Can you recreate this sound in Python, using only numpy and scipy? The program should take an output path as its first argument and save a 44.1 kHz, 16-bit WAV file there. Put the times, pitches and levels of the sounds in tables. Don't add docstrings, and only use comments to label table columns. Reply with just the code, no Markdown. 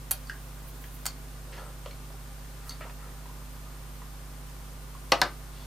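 import sys
import numpy as np
from scipy import signal
from scipy.fft import rfft, irfft
from scipy.io import wavfile
from scipy.ndimage import uniform_filter1d

SR = 44100
rng = np.random.default_rng(int(sys.argv[2]) if len(sys.argv) > 2 else 0)


def voltage_ratio(level):
    return 10 ** (np.asarray(level, float) / 20)


def wav_out(sig):
    wavfile.write(sys.argv[1], SR, np.round(np.clip(np.atleast_2d(sig).T, -1, 1) * 32767).astype(np.int16))


N = 249944
T = np.arange(N) / SR
RIGHTWARD = np.array([[-1], [1]])


def along_hz(rows, hz):
    table_hz, values = np.array(rows).T
    return np.interp(np.log(hz + 1), np.log(table_hz), values)


def band(x, centre_hz, width_hz):
    edges_hz = np.clip([centre_hz - width_hz / 2, centre_hz + width_hz / 2], 20, SR / 2.1)
    return signal.sosfilt(signal.butter(2, edges_hz, "band", fs=SR, output="sos"), x)


def unit(x):
    return x / np.sqrt(np.mean(x ** 2))


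def walk(rate_hz):
    size = int(SR / rate_hz)
    return unit(uniform_filter1d(uniform_filter1d(rng.standard_normal(N), size), size))


def tone(hz, rms_db, lag_rad=0, start_s=0):
    return np.sqrt(2) * voltage_ratio(rms_db) * np.cos(2 * np.pi * hz * (T - start_s) - lag_rad)


def decay(t60_s, size):
    return 1000. ** (-T[:size] / t60_s)


def ring(hz, t60_s, size=12000):
    return np.sin(2 * np.pi * hz * T[:size]) * decay(t60_s, size)


def snap(t60_ms, share, size=600):
    rattle = rng.standard_normal(size) * decay(t60_ms / 1000, size)
    rattle = share * rattle / np.linalg.norm(rattle)
    rattle[0] = 1
    return rattle / np.linalg.norm(rattle)


def swells(span_s, held_db, rows, fall_s):
    start_s, end_s = span_s
    gain = voltage_ratio(held_db) * np.clip(np.minimum(T - start_s, end_s - T) / .03, 0, 1)
    for peak_s, peak_db, rise_s in rows:
        shape = np.interp(T, [peak_s - rise_s, peak_s, peak_s + fall_s], [0, 1, 0])
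        gain = gain + voltage_ratio(peak_db) * shape ** 2
    return gain


def stroke(length_s, rise, level_db, noise):
    t = T[:int(length_s * SR)] / length_s
    envelope = np.interp(t, [0, np.clip(rise, .02, .98), 1], [0, 1, 0])
    return voltage_ratio(level_db) * envelope * unit(noise)[-len(t):]


def add(track, start_s, sound):
    i = int(start_s * SR)
    track[i:i + len(sound)] += sound[:N - i]


MAINS_HZ, MAINS_START_S, OVERTONE_LAG_RAD = 49.96, .0016, 1.4
# multiple, level_db (rms)
MAINS = [(1, -43.5), (2, -90), (3, -52.5), (4, -69), (5, -61.5), (6, -74), (7, -69), (8, -83), (9, -71),
         (11, -78)]
MOTOR_HZ = 120.03
# multiple, level_db (rms)
MOTOR = [(1, -55.5), (10, -68.5), (12, -71.5)]


def hum():
    mains = sum(tone(k * MAINS_HZ, level_db, OVERTONE_LAG_RAD * (k > 1), MAINS_START_S)
                for k, level_db in MAINS)
    motor = sum(tone(k * MOTOR_HZ, level_db, np.pi / 2) for k, level_db in MOTOR)
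    return mains * voltage_ratio(1.0 * RIGHTWARD) + motor


WHINE_HZ, BURSTS_PER_S, BURST_START_S = 9000, 50, .0052
BURST_GAINS_DB = [1, 4, 4.5, 0, 1.5, 1]
STEADY_HZ, PASSING_HZ = 12207, 13405
PASSING_SPAN_S, PASSING_HELD_DB, PASSING_FALL_S = (2.3, 4.03), -71, .12
# peak_s, peak_db (rms), rise_s
PASSING_SWELLS = [(3.55, -65, .1), (3.95, -63, .15)]


def whines():
    cycles = (T - BURST_START_S) * BURSTS_PER_S
    gate = np.clip((.5 - np.abs(cycles % 1 - .5)) / .17, 0, 1)
    steps = voltage_ratio(BURST_GAINS_DB)[np.floor(cycles).astype(int) % len(BURST_GAINS_DB)]
    bursts = gate * steps * tone(WHINE_HZ, -66.0) * voltage_ratio(-1.4 * RIGHTWARD)
    passing_gain = swells(PASSING_SPAN_S, PASSING_HELD_DB, PASSING_SWELLS, PASSING_FALL_S)
    passing = passing_gain * voltage_ratio(2.5 * walk(12)) * tone(PASSING_HZ, 0)
    return bursts + tone(STEADY_HZ, -70) + passing


# pitch_hz, level_db (per Hz)
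HISS = [(25, -81), (65, -86), (82, -79.5), (105, -83.5), (190, -85.5), (320, -89), (900, -92.5),
        (1500, -90.5), (2100, -94), (4000, -96), (8000, -97), (13000, -98.5), (14900, -97), (15400, -112),
        (16000, -130)]
# centre_hz, width_hz, gain_db
HUMPS = [(262.8, 15, 10), (401, 6, 10), (530, 83, 4), (658, 42, 3.5), (798, 27, 7), (1030, 400, 5.5),
         (1300, 73, -0.5)]
# pitch_hz, likeness (0-1)
LIKENESS = [(100, 0.54), (300, 0.63), (640, 0.74), (1400, 0.26), (3000, 0.35), (15000, 0.13)]


def hiss():
    hz = np.fft.rfftfreq(N, 1 / SR)
    level_db = along_hz(HISS, hz)
    for centre_hz, width_hz, gain_db in HUMPS:
        level_db = level_db + gain_db / (1 + ((hz - centre_hz) / (width_hz / 2)) ** 2)
    like = np.clip(along_hz(LIKENESS, hz), 0, 1)
    mid, side = rfft(rng.standard_normal((2, N)))
    sides = np.sqrt(1 + like) * mid + np.sqrt(1 - like) * side * RIGHTWARD
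    return irfft(sides * voltage_ratio(level_db) * np.sqrt(SR / 2), N) / np.sqrt(1 + like.mean())


# start_s, bright_energy_db, centre_hz, t60_ms
SPARKS = [(.1098, -3.5, 11400, 2), (.1113, -5, 12100, 2.4), (.1132, -5.5, 10900, 5), (.1150, -5, 11900, 4),
          (.1163, 0.5, 10800, 3.9), (1.0557, -13, 12000, 0.72), (1.0570, -16, 12000, 1.3),
          (1.0626, -10, 12800, 12), (1.0641, -14.5, 10100, 2.3), (1.0650, -7, 7550, 4.8),
          (1.0666, -8, 7600, 3.3)]
# energy_db at the strike, energy_db at the break
SKIRT_DB = (-12, -14)
FIZZ_DB, FLARE_FALL_S = -67, 0.044
# peak_s, peak_db (rms), rise_s
FLARES = [(.684, -55, .02), (.856, -56, 0.15), (.955, -57, 0.1), (1.02, -62, .06)]


def arc():
    out = np.zeros(N)
    for start_s, bright_db, centre_hz, t60_ms in SPARKS:
        bright = band(snap(t60_ms, 6), centre_hz, .45 * centre_hz)
        crack = snap(t60_ms, 2.6)
        skirt = band(crack, 6200, 4900) + band(crack, 1280, 1500)
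        skirt_db = SKIRT_DB[int(start_s > FLARES[0][0])]
        add(out, start_s, voltage_ratio(bright_db) * bright / np.linalg.norm(bright)
            + voltage_ratio(skirt_db) * skirt / np.linalg.norm(skirt))
    fizz = unit(band(rng.standard_normal(N), 13200, 4600) * voltage_ratio(2.7 * walk(60)))
    burning_s = (SPARKS[0][0], SPARKS[-1][0])
    return out + swells(burning_s, FIZZ_DB, FLARES, FLARE_FALL_S) * fizz


def thump():
    out = np.zeros(N)
    add(out, SPARKS[0][0], voltage_ratio(-40) * ring(92, 0.1))
    return out


# pitch_hz, t60_s
ROOM = [(300, 0.33), (800, 0.15), (2000, 0.21), (5000, 0.18), (9000, 0.065), (14000, 0.12)]


def room(x, wet_db, alike):
    size, tail = 16000, 0
    for hz in 200 * 2 ** np.arange(0, 6.6, .5):
        mid, side = band(rng.standard_normal((2, size)), hz, hz / 2.82)
        tail = tail + (mid + (1 - alike) * side * RIGHTWARD) * decay(along_hz(ROOM, hz), size)
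    tail = tail * np.minimum(T[:size] / 0.004, 1)
    return x + voltage_ratio(wet_db) * signal.fftconvolve(tail, x[None])[:, :N]


# start_s, level_db (nominal peak), ring_hz, hardness_db (share of broad tick)
TAPS = [(0.271, -40, 4670, -6), (0.291, -44, 4310, -10), (0.2967, -22, 1607, -10), (.840, -39.5, 1690, -2),
        (1.063, -38, 795, -8), (1.581, -39, 1700, -3), (1.860, -31.5, 551, -0.5), (1.910, -44.5, 2267, 5.5),
        (2.104, -41, 644, -16), (2.140, -45, 780, -14), (2.694, -26.5, 4500, -4), (2.708, -39.5, 2130, 2),
        (2.809, -35, 620, -12), (2.897, -42, 996, 2.5), (3.257, -36.5, 1030, -9), (3.296, -41, 996, -16),
        (3.379, -43, 1030, -16), (3.418, -42, 1030, -16), (3.663, -42.5, 1230, -19),
        (4.018, -37.5, 1030, -7), (4.950, -35.5, 1104, -14)]
OVERTONE_RATIO, OVERTONE_DB = 1.87, -6


def tap_t60_s(hz):
    return 0.036 * (1000 / hz) ** 0.32


def taps():
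    out = np.zeros(N)
    for start_s, level_db, hz, hardness_db in TAPS:
        t60_s, overtone_hz = tap_t60_s(hz), OVERTONE_RATIO * hz
        neighbours = sum(ring(hz * (1 + .09 * d), 1.5 * t60_s) for d in rng.standard_normal(3))
        body = ring(hz, t60_s) + .22 * neighbours
        body = body / np.abs(body).max()
        body = body + voltage_ratio(hardness_db + OVERTONE_DB) * ring(overtone_hz, tap_t60_s(overtone_hz))
        body = body * np.minimum(T[:len(body)] / 0.0013, 1)
        tick = band(snap(500 * t60_s, 2.4, size=6000), hz + 1500, 3500)
        add(out, start_s, voltage_ratio(level_db) * body)
        add(out, start_s, voltage_ratio(level_db + hardness_db) * tick / np.abs(tick).max())
    return out


# start_s, length_s, rise (share of length), level_db (rms), centre_hz
RUBS = [(1.422, .34, 0.5, -53, 540), (1.517, 0.17, .05, -58.5, 4270), (1.518, 0.093, 0.14, -51.5, 2010),
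        (1.577, 0.15, 0, -48, 1000), (2.556, .25, 0.5, -55, 1340), (2.637, .11, 0.45, -51.5, 10600),
        (2.804, .06, 0.1, -45, 1770), (2.833, .078, 0.34, -48, 840), (2.953, 0.28, 0.17, -57.5, 1350),
        (3.029, .09, .54, -59, 530), (5.394, .079, .06, -60, 1190), (5.495, 0.36, 0.2, -60, 3400)]
RUB_WIDTH = 0.76
# centre_hz, width_hz, gain_db
RUBBED = [(540, 140, 0.5), (860, 670, -5), (1300, 154, 4.5), (1820, 770, -6.5)]
# start_s, length_s, level_db (rms)
SQUEAKS = [(1.509, 0.018, -52), (1.585, .03, -58), (1.636, .045, -56.5)]
SQUEAK_HZ, SQUEAK_WIDTH_HZ, SQUEAK_RISE = 8240, 200, 0.37


def rubs():
    out, grain = np.zeros(N), voltage_ratio(2.1 * walk(190))
    for start_s, length_s, rise, level_db, centre_hz in RUBS:
        noise = band(rng.standard_normal(16000), centre_hz, RUB_WIDTH * centre_hz)
        resonances = sum(voltage_ratio(gain_db) * band(noise, hz, width_hz) for hz, width_hz, gain_db in RUBBED)
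        add(out, start_s, stroke(length_s, rise, level_db, noise + resonances))
    for start_s, length_s, level_db in SQUEAKS:
        squeak = band(rng.standard_normal(16000), SQUEAK_HZ, SQUEAK_WIDTH_HZ)
        add(out, start_s, stroke(length_s, SQUEAK_RISE, level_db, squeak))
    return out * grain


# pitch_hz, t60_s, first_end_db, second_end_db (relative)
BODY = [(165, 0.09, -29, -14), (270, 0.096, -1.5, -13), (358.4, 0.22, -24, -9), (522, 0.13, -3.5, -38),
        (585, 0.21, -11.5, -11), (682, 0.18, 8.5, -41), (740, 0.14, -27, -3), (821, 0.074, 4, -8),
        (942, 0.074, 0.5, 8.5), (1070, 0.034, 7, 10), (1202, 0.23, 1, -9), (1280, 0.26, -9, -17),
        (1453, 0.076, -24, -8), (1547, 0.14, -8.5, -1.5), (1753, 0.043, 1, 11), (1980, 0.052, -3.5, -6),
        (2190, 0.019, 11.5, 2.5), (2583, 0.069, 4, -9), (3010, 0.032, 3.5, -21), (3094, 0.037, 3.5, -12),
        (3400, .05, -36, -23), (3770, 0.014, -0.5, 6.5), (4440, 0.018, 4, -7), (5160, 0.022, 6.5, 9),
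        (5930, 0.034, 0.5, -23)]
# start_s, strength_db, end (0 or 1)
CONTACTS = [(5.1196, 0.5, 0), (5.1217, 2.5, 0), (5.2158, 0, 1), (5.2172, 2, 1)]
RING_DB = -29


def knocks():
    out, size = np.zeros(N), 12000
    for start_s, strength_db, end in CONTACTS:
        body = 0
        for k, (hz, t60_s, *ends_db) in enumerate(BODY):
            spread = .04 * np.sqrt(hz / 2000)
            neighbours = sum(np.sign(d) * ring(hz * (1 + spread * d), t60_s) for d in rng.standard_normal(4))
            cluster = ring(hz, t60_s) + .4 * neighbours
            body = body + (-1) ** k * voltage_ratio(ends_db[end]) * cluster
        clatter = band(rng.standard_normal(size) * decay(0.14, size), 2660, 3700)
        rumble = band(rng.standard_normal(size) * decay(0.24, size), 930, 1130)
        ringing = body + voltage_ratio(3.5) * clatter + voltage_ratio(8.0) * rumble
        add(out, start_s, voltage_ratio(strength_db + RING_DB) * ringing)
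        click = snap(4, .4)
        click = band(click, 3700, 3800) + voltage_ratio(-7.0) * band(click, 7700, 11000)
        add(out, start_s, voltage_ratio(strength_db) * click)
    return out


HOUSING_HZ, HOUSING_WIDTH_HZ, HOUSING_DB = 4500, 540, -5
BOTTOM_HZ, TOP_HZ = 150, 15400


def scene():
    events = room(taps() + rubs(), -29, 0.74) + room(knocks(), -36.5, 0.64) * voltage_ratio(-.7 * RIGHTWARD)
    sparks = room(arc(), -31, 0.49)
    events = events + sparks + 0.34 * RIGHTWARD * band(sparks, 12200, 5000)
    events = events + voltage_ratio(HOUSING_DB) * band(events, HOUSING_HZ, HOUSING_WIDTH_HZ)
    roll_off = signal.butter(4, [BOTTOM_HZ, TOP_HZ], "band", fs=SR, output="sos")
    events = signal.sosfilt(roll_off, events)
    return hum() + whines() + hiss() + events + thump()


def low_pass(x):
    return signal.sosfilt(signal.butter(12, 16470, fs=SR, output="sos"), x)


def record(dry):
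    return low_pass(dry)


dry = scene()
out = record(dry)
wav_out(out)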